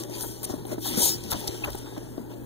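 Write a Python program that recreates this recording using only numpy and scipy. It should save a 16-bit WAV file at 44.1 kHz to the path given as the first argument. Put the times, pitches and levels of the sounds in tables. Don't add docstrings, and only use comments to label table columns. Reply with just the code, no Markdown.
import sys
import numpy as np
from scipy import signal
from scipy.fft import rfft, irfft, next_fast_len
from scipy.io import wavfile
from scipy.ndimage import uniform_filter1d, minimum_filter1d

SR = 44100
rng = np.random.default_rng(int(sys.argv[2]) if len(sys.argv) > 2 else 0)


def magnitude_from_level(level_db):
    exponent = np.asarray(level_db, float) / 20
    return 10 ** exponent


def unload_audio(sound):
    columns = np.transpose(np.atleast_2d(sound))
    steps = np.round(np.clip(columns, -1, 1) * 32767)
    wavfile.write(sys.argv[1], SR, steps.astype(np.int16))


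N = 108045

# hz, level_db
FOAM = [(500, -17), (1500, -15), (3100, -1.5), (4800, -4.5), (6500, -6), (9000, -4), (11500, -0.5),
        (15500, -2)]


def evened(x):
    return x / np.sqrt(np.mean(x ** 2) + 1e-20)


def read(points, hz):
    point_hz, value = np.transpose(points)
    return np.interp(np.log(hz + 1), np.log(point_hz + 1), value)


def peaked(x, hz, q):
    return signal.lfilter(*signal.iirpeak(hz, q, SR), x)


def wander(count, size):
    return evened(uniform_filter1d(rng.standard_normal(count), size=size))


def add(mix, start_s, sound):
    part = mix[:, max(round(start_s * SR), 0):][:, :sound.shape[1]]
    part += sound[:, :part.shape[1]]


def shaped(x, colour, patch_db, size, tilt=((0, 0),)):
    overlap = size * 3 // 4
    hz, t, z = signal.stft(x, SR, nperseg=size, noverlap=overlap)
    patches = uniform_filter1d(rng.standard_normal(z.shape[1:]), size=5, axis=0)
    patches = evened(uniform_filter1d(patches, size=18, axis=1))
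    tilt_s, db_per_octave = np.transpose(tilt)
    tilt_db = np.log2(hz / 6000 + 0.14)[:, None] * np.interp(t, tilt_s, db_per_octave)
    colour_db = read(colour, hz)
    z = z * magnitude_from_level(colour_db)[:, None] / np.sqrt(np.mean(magnitude_from_level(2 * colour_db)))
    z = z * magnitude_from_level(tilt_db + patch_db * patches)
    return signal.istft(z, SR, nperseg=size, noverlap=overlap)[1][:, :N]


def hollow(x):
    # centre_hz, width_hz, lift_db
    hollows = [(3700, 520, 1.5), (5500, 1000, 7.5), (6900, 550, 2), (8150, 1800, 4.5), (9000, 590, 1),
               (12000, 4400, -1.5)]
    size = next_fast_len(N)
    hz = np.fft.rfftfreq(size, 1 / SR)
    lift_db = sum(db / (1 + (2 * (hz - f) / width) ** 2) for f, width, db in hollows)
    return irfft(rfft(x, size) * magnitude_from_level(lift_db), size)[:, :N]


def twin(x):
    return x[[0, 0, 1]]


def room():
    # hz, level_db
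    room_colour = [(32, -13), (53, 5), (85, -6), (340, 2), (600, -8.5), (950, -15.5), (1200, -20.5),
                   (15500, -51.5)]
    room_db, box_hz, box_q, box_share = -42, 350, 4, .8
    hum_hz, hum_db, hum_pan_db, hum_waver_db = 119.3, -47, -6, 2
    level_db = hum_db + hum_waver_db * wander(N, 4000)
    hum = np.sqrt(2) * magnitude_from_level(level_db) * np.sin(2 * np.pi * hum_hz * np.arange(N) / SR)
    air = shaped(rng.standard_normal((2, N)), room_colour, 3.4, size=2048)
    air = air + box_share * peaked(air, box_hz, box_q)
    return twin(magnitude_from_level(room_db) * air) + hum * magnitude_from_level([[0], [-hum_pan_db], [-99]])


def pushes():
    # start_s, level_db, pitch_hz
    push_events = [
        (0.499, -30.5, 89),
        (1.02, -30, 73.4),
        (1.315, -25.5, 91.5),
        (1.338, -31.5, 72),
        (1.476, -29, 79.6),
        (1.677, -34.5, 89),
    ]
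    out, t = np.zeros((3, N)), np.arange(4000) / SR
    for start_s, db, hz in push_events:
        u = np.minimum(t * hz / 1.9, 1)
        swing = np.sin(2 * np.pi * hz * t) * np.sin(np.pi * u ** 2.4)
        add(out, start_s, magnitude_from_level(db) * swing * np.array([[1], [1], [0]]))
    return out


def scuffs():
    # start_s, level_db, pitch_hz, length_s
    scuff_events = [(0.233, -35, 634, 0.034), (0.431, -38, 674, 0.024), (0.493, -42, 800, 0.079),
                    (0.7, -39, 400, 0.084), (.701, -49.5, 840, 0.02), (0.848, -37, 770, 0.075),
                    (0.967, -28.5, 343, 0.083), (1.317, -28, 760, 0.054), (1.639, -33, 880, 0.034),
                    (1.657, -32.5, 900, 0.0097), (1.673, -28.5, 560, 0.038), (1.69, -41.5, 740, 0.02),
                    (1.964, -37.5, 790, 0.018), (1.857, -43, 830, 0.054), (0.635, -44, 700, 0.0041),
                    (.938, -35, 544, 0.014), (2.309, -44.5, 534, 0.045)]
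    out, t = np.zeros((2, N)), np.arange(4000) / SR
    for start_s, db, hz, length_s in scuff_events:
        noise = peaked(rng.standard_normal((2, 4000)), hz, 2.2)
        noise = signal.lfilter(*signal.butter(2, 1800, fs=SR), noise)
        u = np.minimum(t / max(length_s, .005), 1)
        add(out, start_s, magnitude_from_level(db) * evened(noise) * np.sin(np.pi * u ** 0.31))
    return twin(out)


def thuds():
    # start_s, peak_db, pitch_hz, left_minus_right_db
    thud_events = [(.092, -31, 277, 7), (.494, -28, 350, 5), (.502, -27, 300, 4), (.536, -25, 280, 5),
                   (.648, -28, 353, 6), (.778, -21, 305, -3), (.973, -19, 210, 4.5), (.984, -24, 320, 4),
                   (1.342, -25, 295, 5), (1.487, -28, 295, 2), (1.543, -31, 339, 5), (1.618, -29, 380, 5.5),
                   (1.745, -22, 361, -2), (1.921, -34, 315, 5), (1.975, -23, 295, -2.5),
                   (2.176, -24, 300, 5.5)]
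    level_db, rise_s, cycles = 5.5, .003, 11
    knock_share, knock_ratio, rattle_share = .45, 2.2, .09
    out, t = np.zeros((3, N)), np.arange(4000) / SR
    rattle_band = signal.butter(2, [150, 1100], "band", fs=SR)
    for start_s, db, hz, pan_db in thud_events:
        fall = np.minimum(t / rise_s, 1) * magnitude_from_level(-60 * t * np.sqrt(hz * 300) / cycles)
        knock = np.sin(2 * np.pi * hz * knock_ratio * t)
        body = np.sin(2 * np.pi * hz * t) + knock_share * knock
        rattle = evened(signal.lfilter(*rattle_band, rng.standard_normal((2, 4000))))
        sound = twin(np.array([body, 0 * body]) * fall + rattle_share * rattle * fall ** 0.95)
        right_db = 4 - pan_db / 2
        add(out, start_s + .002, magnitude_from_level(db + level_db) * sound * magnitude_from_level([[pan_db / 2], [right_db], [right_db]]))
    return out


def squeaks():
    # start_s, level_db, pitch_hz, length_s
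    squeak_events = [(0.134, -39, 4800, 0.015), (0.21, -33.5, 9360, 0.035), (0.437, -41, 13000, 0.0055),
                     (0.44, -24, 8440, 0.0049), (.443, -39, 13000, .01), (0.666, -40.5, 9500, 0.0064),
                     (0.873, -33.5, 3640, 0.023), (0.977, -41, 3810, .15), (1, -27.5, 9050, 0.095),
                     (1.018, -27, 6750, 0.1), (1.035, -31, 5160, .13), (1.475, -35, 3780, .012),
                     (1.636, -26, 2580, .012), (1.815, -55.5, 3700, 0.17)]
    ring_q, edge_power = 10, .45
    out, t = np.zeros((2, N)), np.arange(8000) / SR
    for start_s, db, hz, length_s in squeak_events:
        u = np.minimum(t / max(length_s, .004), 1)
        pitch_hz = min(hz, 15000)
        ring = peaked(peaked(rng.standard_normal((2, 8000)), pitch_hz, ring_q), pitch_hz, ring_q)
        swell = abs(np.sin(np.pi * u)) ** edge_power * (u < 1)
        add(out, start_s, magnitude_from_level(db) * evened(ring) * swell)
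    return twin(out)


def ticks():
    # start_s, peak_db, ring_hz
    tick_events = [(.001, -30, 9000), (.009, -30, 5050), (0.025, -31, 9000), (.036, -20.5, 6340),
                   (.097, -33, 9000), (.109, -34, 12000), (.181, -36, 13000), (.2085, -16, 6500),
                   (.3965, -36, 3900), (0.431, -21.5, 12900), (0.491, -41, 6500), (0.6524, -30, 3380),
                   (0.665, -38, 9600), (.7706, -51, 3700), (0.8255, -41, 3900), (0.839, -40, 3900),
                   (0.975, -23, 11800), (1.092, -13, 9000), (1.206, -36, 3900), (1.2376, -27, 9000),
                   (1.311, -34, 13000), (1.3173, -13.5, 10000), (1.335, -30, 5500), (1.405, -24, 13500),
                   (1.474, -19, 13000), (1.486, -31, 12000), (1.645, -26, 5900), (1.648, -18.5, 2500),
                   (1.659, -34, 2600), (1.7025, -41, 12200), (1.753, -26.5, 13300), (1.79, -36, 9000)]
    level_db, ring_q, rise_s, t60_s = -4, 1.8, .0008, .009
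    out, t = np.zeros((2, N)), np.arange(600) / SR
    fall = np.minimum(t / rise_s, 1) * magnitude_from_level(-60 * t / t60_s)
    for start_s, db, hz in tick_events:
        crack = rng.standard_normal((2, 600))
        ring = evened(peaked(crack, min(hz, 15000), ring_q))
        add(out, start_s, magnitude_from_level(db + level_db) * fall * (np.diff(crack, prepend=0) * 1.3 + ring))
    return twin(out)


def snaps():
    # start_s, peak_db, ring_hz, length_s
    snap_events = [(0.094, -64, 6800, 0.0098), (0.209, -27, 9700, 0.021), (0.43, -25, 13500, 0.011),
                   (0.44, -21, 9000, 0.017), (0.486, -33.5, 6240, 0.038), (0.649, -50, 10000, 0.05),
                   (0.817, -28, 3640, 0.079), (0.967, -17.5, 12000, 0.041), (1.233, -38, 3700, 0.018),
                   (1.303, -18.5, 10400, 0.018), (1.314, -19.5, 3620, 0.0054), (1.322, -15, 1440, 0.015),
                   (1.386, -30.5, 9000, 0.024), (1.474, -24.5, 5300, 0.014), (1.477, -15.5, 4500, 0.0033),
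                   (1.644, -28, 2800, 0.0061), (1.702, -26.5, 12900, 0.0056), (1.718, -34, 9000, 0.0053),
                   (1.729, -30, 4220, 0.0064), (1.74, -43, 5600, 0.01), (1.773, -34, 9000, 0.021),
                   (1.977, -33.5, 2520, 0.0066), (2.175, -40.5, 3900, 0.006), (2.295, -43, 2820, 0.058)]
    level_db, ring_q, ring_share, skew, patch_db = -11, 3.9, .8, 1.1, 1.8
    out, t = np.zeros((2, N)), np.arange(2600) / SR
    for start_s, db, hz, length_s in snap_events:
        u = np.minimum(t / max(length_s, .002), 1)
        crack_db = 0.83 * np.minimum(rng.exponential(1, 2600), 4)
        cracks = rng.standard_normal((2, 2600)) * magnitude_from_level(crack_db)
        ring = peaked(cracks, min(hz, 15000), ring_q)
        swell = np.sqrt(abs(np.sin(np.pi * u ** skew)))
        add(out, start_s, magnitude_from_level(db + level_db) * swell * (evened(cracks) + ring_share * evened(ring)))
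    return twin(hollow(shaped(out, FOAM, patch_db, size=256)))


def rustle():
    # time_s, effort_db, tilt_db_per_octave, weight_db
    rub = [(0, -39, 1, -41), (.08, -52, -1.5, -46.5), (.15, -38, -2, -40), (.23, -37.5, 4.5, -40.5),
           (.4, -48, 0, -49), (.5, -46, 0, -36.5), (.642, -55, -1, -48.5), (.73, -60, -13, -30.5),
           (.8, -46, 2.5, -63.5), (.87, -31, 4, -34.5), (.94, -32, -4.5, -36), (1.04, -20.5, 3.5, -28.5),
           (1.11, -27.5, 1.5, -34), (1.19, -44, -3, -48.5), (1.34, -38.5, -6, -36), (1.7, -44.5, -2.5, -42),
           (2.05, -54.5, -6.5, -46), (2.45, -79.5, 21, -51.5)]
    # hz, level_db
    quilt = [(40, -32.5), (200, -9.5), (340, -2), (600, -9), (950, -11), (1150, -24.5), (1600, -27),
             (2500, -26.5)]
    slips_per_s, slip_spread_db, flicker_db, lump_db = 14000, 1.4, 1.1, 1.5
    rub_db, foam_patch_db, quilt_patch_db = 1, 2.5, 3.72
    time_s, effort_db, tilt_db, weight_db = np.transpose(rub)
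    t = np.arange(N) / SR
    sizes = magnitude_from_level(slip_spread_db * np.minimum(rng.exponential(1, N), 3))
    sizes = sizes * (rng.random(N) < slips_per_s / SR)
    slips = evened(sizes * rng.standard_normal((2, N)))
    slips = slips * magnitude_from_level(np.interp(t, time_s, effort_db) + rub_db) * magnitude_from_level(flicker_db * wander(N, 160))
    foam = hollow(shaped(slips, FOAM, foam_patch_db, size=512, tilt=np.transpose([time_s, tilt_db])))
    lumps = magnitude_from_level(lump_db * wander(N, 500))
    drag = rng.standard_normal((2, N)) * lumps * magnitude_from_level(np.interp(t, time_s, weight_db))
    return twin(foam + shaped(drag, quilt, quilt_patch_db, size=1024))


def scene():
    # hz, lead_rad
    phase_lead = [(100, -1.5), (400, -1.57), (560, -1.5), (680, 3.5), (1050, -2.17), (1200, 2),
                  (1750, -1.5), (2450, -3)]
    # hz, left_minus_right_db
    side_db = [(60, -1), (200, 2.5), (650, 8.5), (1050, 3), (1600, 1.1), (5000, 4.5), (9000, 4.5),
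               (15000, 9.6)]
    # hz, share_0_to_1
    likeness = [(30, .5), (150, .93), (600, .75), (1500, .6), (2500, .9), (4000, .95), (8000, .8),
                (14000, .5)]
    delay_from_hz, turn_hz, stepped, stepped_to_hz = 2420, 2690, 1.45, 8000
    size = next_fast_len(N + 4096)
    hand = rustle() + snaps() + ticks() + squeaks() + thuds() + pushes() + scuffs()
    left, right, other = rfft(hand + room(), size)
    hz = np.fft.rfftfreq(size, 1 / SR)
    lead = read(phase_lead, hz) - 2 * np.pi * np.maximum(hz - delay_from_hz, 0) / turn_hz
    step_depth = stepped * np.clip(hz / turn_hz - .2, 0, 1) * np.exp(-(hz / stepped_to_hz) ** 2)
    lead = lead - step_depth * np.sin(2 * lead) / 2
    same = np.clip(read(likeness, hz), 0, 1)
    right = same * right * np.exp(1j * lead) + np.sqrt(1 - same ** 2) * other
    right = right / magnitude_from_level(read(side_db, hz))
    return irfft(np.array([left, right]), size)[:, :N]


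def thinned(stereo):
    band_edges_hz = [2067, 2325, 2584, 2842, 3100, 3445, 3790, 4220, 4651, 5168, 5685, 6288, 6891, 7579,
                     8269]
    drop_limits_db = [9.5, 0, 0, 8, 1.5, 0, 2, 12, 6.5, 6.5, 12, 12, 14, 6.5]
    wander_db, top_drift_db_per_s, top_hz, offset = 2.6, 5, 15650, 644
    low_sharp_db, sharp_db, sharp_from_hz = 9.3, 7.3, 3000
    padded = np.pad(stereo, ((0, 0), (offset, 0)))
    pair = np.array([padded[0] + padded[1], padded[0] - padded[1]]) / 2
    hz, t, z = signal.stft(pair, SR, "cosine", nperseg=2048)
    edge = np.diff(padded[0], prepend=0) ** 2
    sudden = uniform_filter1d(edge, size=256) / (uniform_filter1d(edge, size=2048) + 1e-14)
    frame_at = np.minimum((t * SR).astype(int), N - 1)
    peak = -minimum_filter1d(-sudden, size=1024)[frame_at] * 1.6
    keep = np.ones(z.shape) * (hz < top_hz)[:, None]
    for lo, hi, limit_db in zip(band_edges_hz, band_edges_hz[1:], drop_limits_db):
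        inside = (hz >= lo) & (hz < hi)
        power_db = 10 * np.log10((abs(z[:, inside]) ** 2).sum(1) + 1e-20)
        drift_db = top_drift_db_per_s * (t - 1) * (hi == band_edges_hz[-1])
        needed_db = np.maximum(limit_db + wander_db * wander(len(t), 3) + drift_db, 0)
        weak = power_db[::-1] - power_db > needed_db
        calm = peak < magnitude_from_level(2 * (sharp_db if lo > sharp_from_hz else low_sharp_db))
        keep[:, inside] = ~(weak & calm)[:, None]
    mid, side = signal.istft(z * keep, SR, "cosine", nperseg=2048)[1][:, offset:offset + N]
    return np.array([mid + side, mid - side])


def roll_off(x):
    return signal.sosfilt(signal.butter(12, 15780, fs=SR, output="sos"), x)


def record(dry):
    headroom = .85
    mix = thinned(headroom * np.tanh(dry / headroom))
    return roll_off(mix)


dry = scene()
out = record(dry)
unload_audio(out)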